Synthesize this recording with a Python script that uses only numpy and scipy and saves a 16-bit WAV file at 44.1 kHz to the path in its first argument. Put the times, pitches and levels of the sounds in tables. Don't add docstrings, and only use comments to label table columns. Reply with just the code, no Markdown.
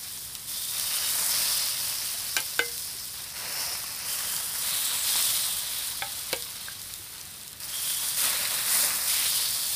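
import sys
import numpy as np
from scipy import signal
from scipy.fft import rfft, irfft
from scipy.io import wavfile
from scipy.ndimage import uniform_filter1d

SR = 44100
rng = np.random.default_rng(int(sys.argv[2]) if len(sys.argv) > 2 else 0)


def to_wav(s):
    ch = np.atleast_2d(s).T
    pcm = np.round(np.clip(ch, -1, 1) * 32767)
    wavfile.write(sys.argv[1], SR, pcm.astype(np.int16))


N = 429975


def gain_of(db):
    return 10 ** (np.asarray(db) / 20)


def evened(x):
    return x / np.sqrt(np.mean(x ** 2) + 1e-20)


def read(points, hz):
    f, value = np.transpose(points)
    return np.interp(np.log(hz + 1), np.log(f + 1), value)


def add(mix, s, sound):
    part = mix[max(round(s * SR), 0):][:len(sound)]
    part += sound[:len(part)]


def coloured(x, points):
    hz = abs(np.fft.fftfreq(8192, 1 / SR))
    log_gain = np.log(gain_of(read(points, hz)))
    response = np.exp(np.conj(signal.hilbert(log_gain)))
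    impulse = np.fft.ifft(response).real[:4096]
    return evened(signal.oaconvolve(x, impulse)[:len(x)])


def resonate(x, hz, width):
    return signal.lfilter([1], [1, -np.exp((2j * np.pi * hz - np.pi * width) / SR)], x).real


def drift(per_s):
    at = np.arange(N) * per_s / SR
    return evened(np.interp(at, np.arange(N // 10), rng.standard_normal(N // 10)))


def click(hz, width, decay_s):
    t = np.arange(SR // 40) / SR
    burst = rng.choice([-1, 1], len(t)) * np.exp(-t / decay_s)
    crack = resonate(np.diff(burst, prepend=0), hz, width)
    return crack / abs(crack).max()


def air():
    # frequency in Hz, relative density in dB per Hz.
    rumble_colour = [(20, -17), (40, -9), (60, -1), (80, 0), (105, 1.5), (150, -1), (210, -6.5),
                     (300, -10.5), (450, -12), (800, -20.5), (3000, -25)]
    rumble_db, hum_hz, hum_db = -54, 59, -68.5
    rumble = gain_of(rumble_db) * coloured(rng.standard_normal(N), rumble_colour)
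    hum = np.sqrt(2) * np.sin(2 * np.pi * hum_hz * np.arange(N) / SR)
    return rumble + gain_of(hum_db) * hum


def kitchen(x):
    # frequency in Hz, time to fall 60 dB in seconds.
    room_decay = [(200, 0.1), (1000, 0.23), (4000, 0.17), (14000, 0.042)]
    size = SR // 2
    sparse = rng.random(size) < 3000 / SR
    late = np.arange(size) > .004 * SR
    echoes = rng.standard_normal(size) * sparse * late
    hz, t, z = signal.stft(echoes, SR, nperseg=256)
    fading = gain_of(-60 * t / read(room_decay, hz)[:, None])
    tail = signal.istft(z * fading, SR, nperseg=256)[1]
    return signal.oaconvolve(x, tail / np.linalg.norm(tail))[:N]


def plate_room(x, count=4):
    spot = rng.integers(0, count, N // 64 + 1)[np.arange(N) // 64]
    shares = [np.sqrt(abs(uniform_filter1d((spot == k) * 1.0, size=32))) for k in range(count)]
    return sum(kitchen(x * share) for share in shares)


def taps():
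    # start in seconds, level in dB before the tone and scuff shares,
    # pitch in Hz, time to fall 60 dB in seconds.
    soft_contacts = [(1.155, -24.5, 900, .018), (2.143, -32, 686, 0.054), (2.951, -36, 390, .06),
                     (3.84, -22, 1100, 0.015), (5.156, -17.5, 920, .016), (6.6839, -16.5, 1585, 0.025),
                     (6.995, -38, 350, 0.063)]
    out, t = np.zeros(N), np.arange(SR // 4) / SR
    for s, db, hz, t60 in soft_contacts:
        narrowed = resonate(rng.standard_normal(len(t)), hz, 0.65 * hz)
        narrowed = resonate(narrowed, hz, 0.65 * hz)
        scuff = evened(narrowed) * np.exp(-t / .007)
        tone = np.sin(2 * np.pi * hz * t)
        add(out, s, gain_of(db - 60 * t / t60) * (0.33 * tone + 0.12 * scuff))
    return out


def clinks(blows, modes, click_s, clatter_t60):
    # frequency in Hz, relative density in dB per Hz.
    clatter_colour = [(150, -23), (300, 1.5), (1000, 2.5), (1500, -5), (2400, 6), (4000, 5), (8000, -37),
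                      (15000, -11)]
    out, t = np.zeros(N), np.arange(SR // 2) / SR
    for s, db, place, ring, click_db, click_hz, clatter_db in blows:
        add(out, s, gain_of(click_db) * click(click_hz, width=1700, decay_s=click_s))
        clatter = coloured(rng.standard_normal(len(t)), clatter_colour)
        add(out, s, gain_of(clatter_db - 60 * t / clatter_t60) * clatter)
        for hz, t60, first_db, second_db in modes:
            mode_db = db + first_db + (second_db - first_db) * np.clip(place, 0, 1)
            decay = gain_of(mode_db - 60 * t / (ring * t60))
            swell = 1 - np.exp(-t * hz / 0.5)
            add(out, s, decay * swell * np.sin(2 * np.pi * hz * t))
    return out


def ladle_landings():
    # frequency in Hz, time to fall 60 dB in seconds before the ring factor,
    # relative level in dB struck on the lip, relative level in dB struck on the belly.
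    ladle_modes = [(578, 0.28, -67, -38), (800, 0.21, -43, -29.5), (874, 0.25, -38.5, -38),
                   (1305, 0.13, -38, -36), (1554, 0.059, -35, -31), (1565, 0.1, -23.5, -46),
                   (1670, 0.042, -27, -29), (2120, 0.3, -36, -53), (2190, 0.045, -31, -26),
                   (2350, 0.029, -17.5, -29), (2400, 0.18, -31, -50), (2950, 0.08, -25, -52),
                   (3480, .03, -41, -22), (3850, 0.062, -26.5, -38), (7100, .03, -20, -60)]
    # start in seconds, level of the modes in dB, place from 0 lip to 1 belly,
    # ring time factor, click peak in dB, click centre in Hz, starting clatter level in dB.
    landings = [(2.366, 1.5, 0.076, 0.95, -8.5, 4940, -27.5), (6.0212, 2, 0.85, 0.87, -28, 2600, -47)]
    return clinks(landings, ladle_modes, click_s=0.0028, clatter_t60=0.18)


def handle_knocks():
    # frequency in Hz, time to fall 60 dB in seconds before the ring factor,
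    # relative level in dB struck on the rim, relative level in dB struck on the wall.
    bowl_modes = [(242, 0.044, -48, -34), (365, 0.06, -40, -24.5), (475, 0.34, -28, -32),
                  (510, 0.063, -30, -17.5), (730, 0.23, -44, -39.5), (832, 0.2, -41, -38),
                  (930, 0.16, -48, -32), (1520, 0.059, -17.5, -42), (1556, 0.044, -16, -28),
                  (1610, .13, -43, -37), (2067, 0.2, -23.5, -57.5), (2215, 0.097, -27, -43.5),
                  (2290, 0.04, -34.5, -19), (2950, 0.098, -31, -37.5), (3640, 0.026, -22, -25),
                  (4600, 0.021, -24, -20), (6900, 0.014, -23, -36)]
    # start in seconds, level of the modes in dB, place from 0 rim to 1 wall,
    # ring time factor, click peak in dB, click centre in Hz, starting clatter level in dB.
    knocks = [(2.5922, 1, 0.058, 0.92, -17.5, 2500, -23), (6.3292, -2.5, 1, 0.9, -9.5, 4500, -23.5)]
    return clinks(knocks, bowl_modes, click_s=0.0017, clatter_t60=0.062)


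def spits():
    # start in seconds, peak of the spike in dB, centre in Hz.
    loud_spits = [(0.3521, -12.5, 5850), (0.798, -9.5, 10200), (2.404, -11, 9640), (2.7797, -14, 9720),
                  (4.3646, -10, 9430), (6.4234, -16, 10100), (6.817, -19, 8160), (6.9388, -15.5, 8200),
                  (7.213, -18, 8270), (7.6034, -20.5, 9460)]
    low_hz, high_hz = (5000, 10300)
    small_per_s, small_db, spread_db = 11, -24, 4
    ring_db = -7
    small_spits = []
    for when, size, pitch in rng.random((round(small_per_s * N / SR), 3)):
        level_db = small_db + spread_db * (2 * size - 1)
        small_spits.append((when * N / SR, level_db, low_hz + (high_hz - low_hz) * pitch))
    out, spike = np.zeros(N), signal.unit_impulse(SR // 100)
    for s, db, hz in loud_spits + small_spits:
        snap = resonate(np.diff(spike, prepend=0), hz, 3400)
        add(out, s, gain_of(db) * snap / abs(snap).max())
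        add(out, s, gain_of(db + ring_db) * click(hz=3940, width=1700, decay_s=0.0014))
    return out


def bubbles(per_s, spread_db, clump_db, wash, burst_s, count=16):
    flurry = gain_of(clump_db * evened(drift(22) + drift(90) + drift(300)))
    growth = np.minimum(rng.exponential(1, N), 5.2)
    sizes = gain_of(spread_db * growth) * (rng.random(N) < per_s / SR)
    kind, t = rng.integers(0, count, N), np.arange(SR // 200) / SR
    shapes = rng.standard_normal((count, len(t))) * np.exp(-t / burst_s)
    shapes += 2.2 * (t == 0)
    shapes = [evened(shape) for shape in shapes]
    pops = sum(signal.oaconvolve(sizes * (kind == k), shape)[:N] for k, shape in enumerate(shapes))
    mean_colour = np.sqrt(np.mean(abs(rfft(shapes, N)) ** 2, axis=0))
    pops = irfft(rfft(pops) / mean_colour, N)
    return evened(flurry * (evened(pops) + wash * rng.standard_normal(N)))


def hollows():
    # start in seconds, end in seconds, starting pitch
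    # in Hz, width in Hz of each of two stacked resonances, rms level in dB before the fades.
    pockets = [(0.4, 1.36, 3520, 260, -43), (0.776, 1.25, 2930, 380, -43), (1.22, 2.397, 2670, 550, -50),
               (3.294, 3.838, 654, 500, -51.5), (3.424, 3.8, 5300, 700, -40.5),
               (3.95, 4.65, 3040, 380, -47.5), (4.56, 5.0, 3980, 800, -44),
               (4.716, 5.66, 7690, 1100, -38.5), (7.62, 8.3, 3190, 300, -44.5),
               (8.08, 9.1, 1830, 520, -48.5), (9.03, 9.33, 2300, 1400, -38.5),
               (9.03, 9.5, 2950, 900, -44.5), (9.25, 9.85, 4450, 1100, -38.5)]
    rise_per_s = .11
    out = np.zeros(N)
    steam = bubbles(per_s=2300, spread_db=-3.0, clump_db=2.9, wash=0.97, burst_s=0.00037)
    for start, end, hz, width, db in pockets:
        drive = steam[round(start * SR):round(end * SR)]
        pitch = hz * (1 + rise_per_s * np.arange(len(drive)) / SR)
        turn = np.exp(2j * np.pi * np.cumsum(pitch) / SR)
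        r = np.exp(-np.pi * width / SR)
        ring = (turn * signal.lfilter([1], np.poly([r, r]), drive / turn)).real
        add(out, start, gain_of(db) * evened(ring) * signal.windows.tukey(len(ring), .5))
    return out


def boil():
    dollops = [(-0.35, .01, .01, 8, -31.5, -39.5, -41.5, -43.5), (0.472, .02, .25, 4, -35, -44, -47, -50),
               (0.674, 0.27, 0.16, 7.5, -29, -34, -44, -41.5), (1.04, 0.1, 0.24, 7, -27, -56, -54, -40.5),
               (1.28, 0.09, 0.24, 7, -32.5, -32, -37.5, -41.5),
               (2.72, .06, 0.088, 35.5, -37, -43, -56, -58), (3.106, .05, 0.042, 3, -46, -53, -51, -48.5),
               (3.33, .05, 0.22, 3, -39, -42.5, -51, -42), (3.47, 0.14, 0.044, 4.5, -34, -39, -56, -43),
               (4.04, 0.059, 0.33, 7, -31.5, -43.5, -46.5, -44),
               (4.533, .02, 0.047, 5, -32.5, -41, -46, -41),
               (4.612, 0.047, 0.55, 8.5, -31, -46, -36.5, -44),
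               (5.022, 0.07, 0.19, 9, -28.5, -35.5, -33.5, -42),
               (7.598, 0.008, 0.14, 0, -37, -45.5, -54, -47.5),
               (7.67, 0.25, 0.13, 5.5, -29.5, -39.5, -40, -44),
               (8.161, 0.071, .04, 8.5, -26, -37, -35, -33.5), (8.407, .1, .1, 19, -40, -43, -36.5, -41),
               (8.645, .1, 0.09, 17.5, -25, -36, -39, -35.5),
               (9.07, .01, 0.28, 5.5, -26.5, -35, -35.5, -44.5), (9.66, .05, .1, 7, -37, -46, -52, -58)]
    simmer_start_db = [-3, -3.5, -3.5, -4.1]
    splash_db_per_s = 68
    waver_db, waver_per_s = 0.62, 9
    t, power = np.arange(0, N, 64) / SR, 0
    simmer = np.minimum(gain_of(simmer_start_db), 1)[:, None] ** 2
    for s, spread_s, hold_s, fade_db_per_s, *levels_db in dollops:
        wetted = np.clip((t - s) / spread_s, 0, 1)
        age = np.maximum(t - s - spread_s - hold_s, 0)
        splash_left = (1 - simmer) * gain_of(-splash_db_per_s * age) ** 2
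        simmer_left = simmer * gain_of(-fade_db_per_s * age) ** 2
        power = power + gain_of(levels_db)[:, None] ** 2 * wetted * (splash_left + simmer_left)
    gains = []
    for p in power:
        smooth = np.interp(np.arange(N) / SR, t, np.sqrt(p))
        gains.append(smooth * gain_of(waver_db * drift(waver_per_s)))
    return gains


def sizzle():
    # frequency in Hz, relative density in dB per Hz.
    fizz_colour = [(1500, -51.5), (3500, -10), (5800, -7.5), (7000, -6.5), (8300, -2.5), (9300, -0.5),
                   (9950, 1), (10700, -4), (11500, -9.5), (12400, -4.5), (13400, -2), (15000, -5)]
    far_colour = [(3300, -34), (4200, -5.5), (4650, -2), (5050, 1), (5500, -2.5), (6100, -6.5), (7200, -19)]
    near_colour = [(2400, -46), (3050, -3), (3330, 1.5), (3800, 4.5), (4200, 3), (4550, -4), (5500, -36)]
    sputter_colour = [(100, -27.5), (220, -11.5), (380, -18.5), (600, -2.5), (800, -2.5), (1050, 0),
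                      (1400, -0.5), (1800, 1), (2300, 1), (2700, 2), (3200, -5.5), (4500, -7), (9000, -21)]
    deep_colour = [(90, -21), (170, 5.5), (260, 0.5), (380, -9.5), (520, 3.5), (700, 11.5), (1100, -17.5),
                   (3000, -29)]
    fizz_gain, far_gain, near_gain, wet_gain = boil()
    small = bubbles(per_s=3500, spread_db=3.0, clump_db=1.05, wash=1.0, burst_s=0.00027)
    middle = bubbles(per_s=2500, spread_db=2.5, clump_db=1.03, wash=0.53, burst_s=0.00055)
    large = bubbles(per_s=1500, spread_db=2.5, clump_db=1.5, wash=0.7, burst_s=0.00065)
    fizz = fizz_gain * coloured(small, fizz_colour)
    far = far_gain * coloured(middle + 0.24 * small, far_colour)
    near = near_gain * coloured(large + 0.97 * small, near_colour)
    sputter = wet_gain * coloured(large + 0.72 * middle, sputter_colour)
    deep_gain = gain_of(-48.5) * (wet_gain / gain_of(-34.5)) ** 1.87
    deep = deep_gain * coloured(large, deep_colour)
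    return fizz + far + near + sputter + deep


def thinned(x):
    # start in seconds, end in seconds, centre in Hz, width in Hz,
    # deepest gain in dB.
    band_dips = [(0.95, 1.3, 2800, 1500, -4.5), (3.9, 4.62, 2350, 700, -6.5), (8.3, 9.066, 3050, 1000, -8)]
    return_s = 0.0095
    t, out = np.arange(N) / SR, x
    for start, end, hz, width, db in band_dips:
        closed = np.interp(t, [start, end, end + return_s], [0, 1, 0])
        band = signal.lfilter(*signal.iirpeak(hz, hz / width, SR), x)
        out = out - (1 - gain_of(db * closed)) * band
    return out


def scene():
    plate = thinned(sizzle() + hollows()) + spits()
    metal = ladle_landings() + handle_knocks() + taps()
    room = gain_of(-12) * plate_room(plate) + gain_of(-15) * kitchen(metal)
    mono = plate + metal + room + air()
    return np.array([mono, mono])


def record(dry):
    edge_hz = 15150
    low_pass = signal.firwin(701, edge_hz, window=("kaiser", 9), fs=SR)
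    return signal.oaconvolve(dry, low_pass[None], "same")


dry = scene()
out = record(dry)
to_wav(out)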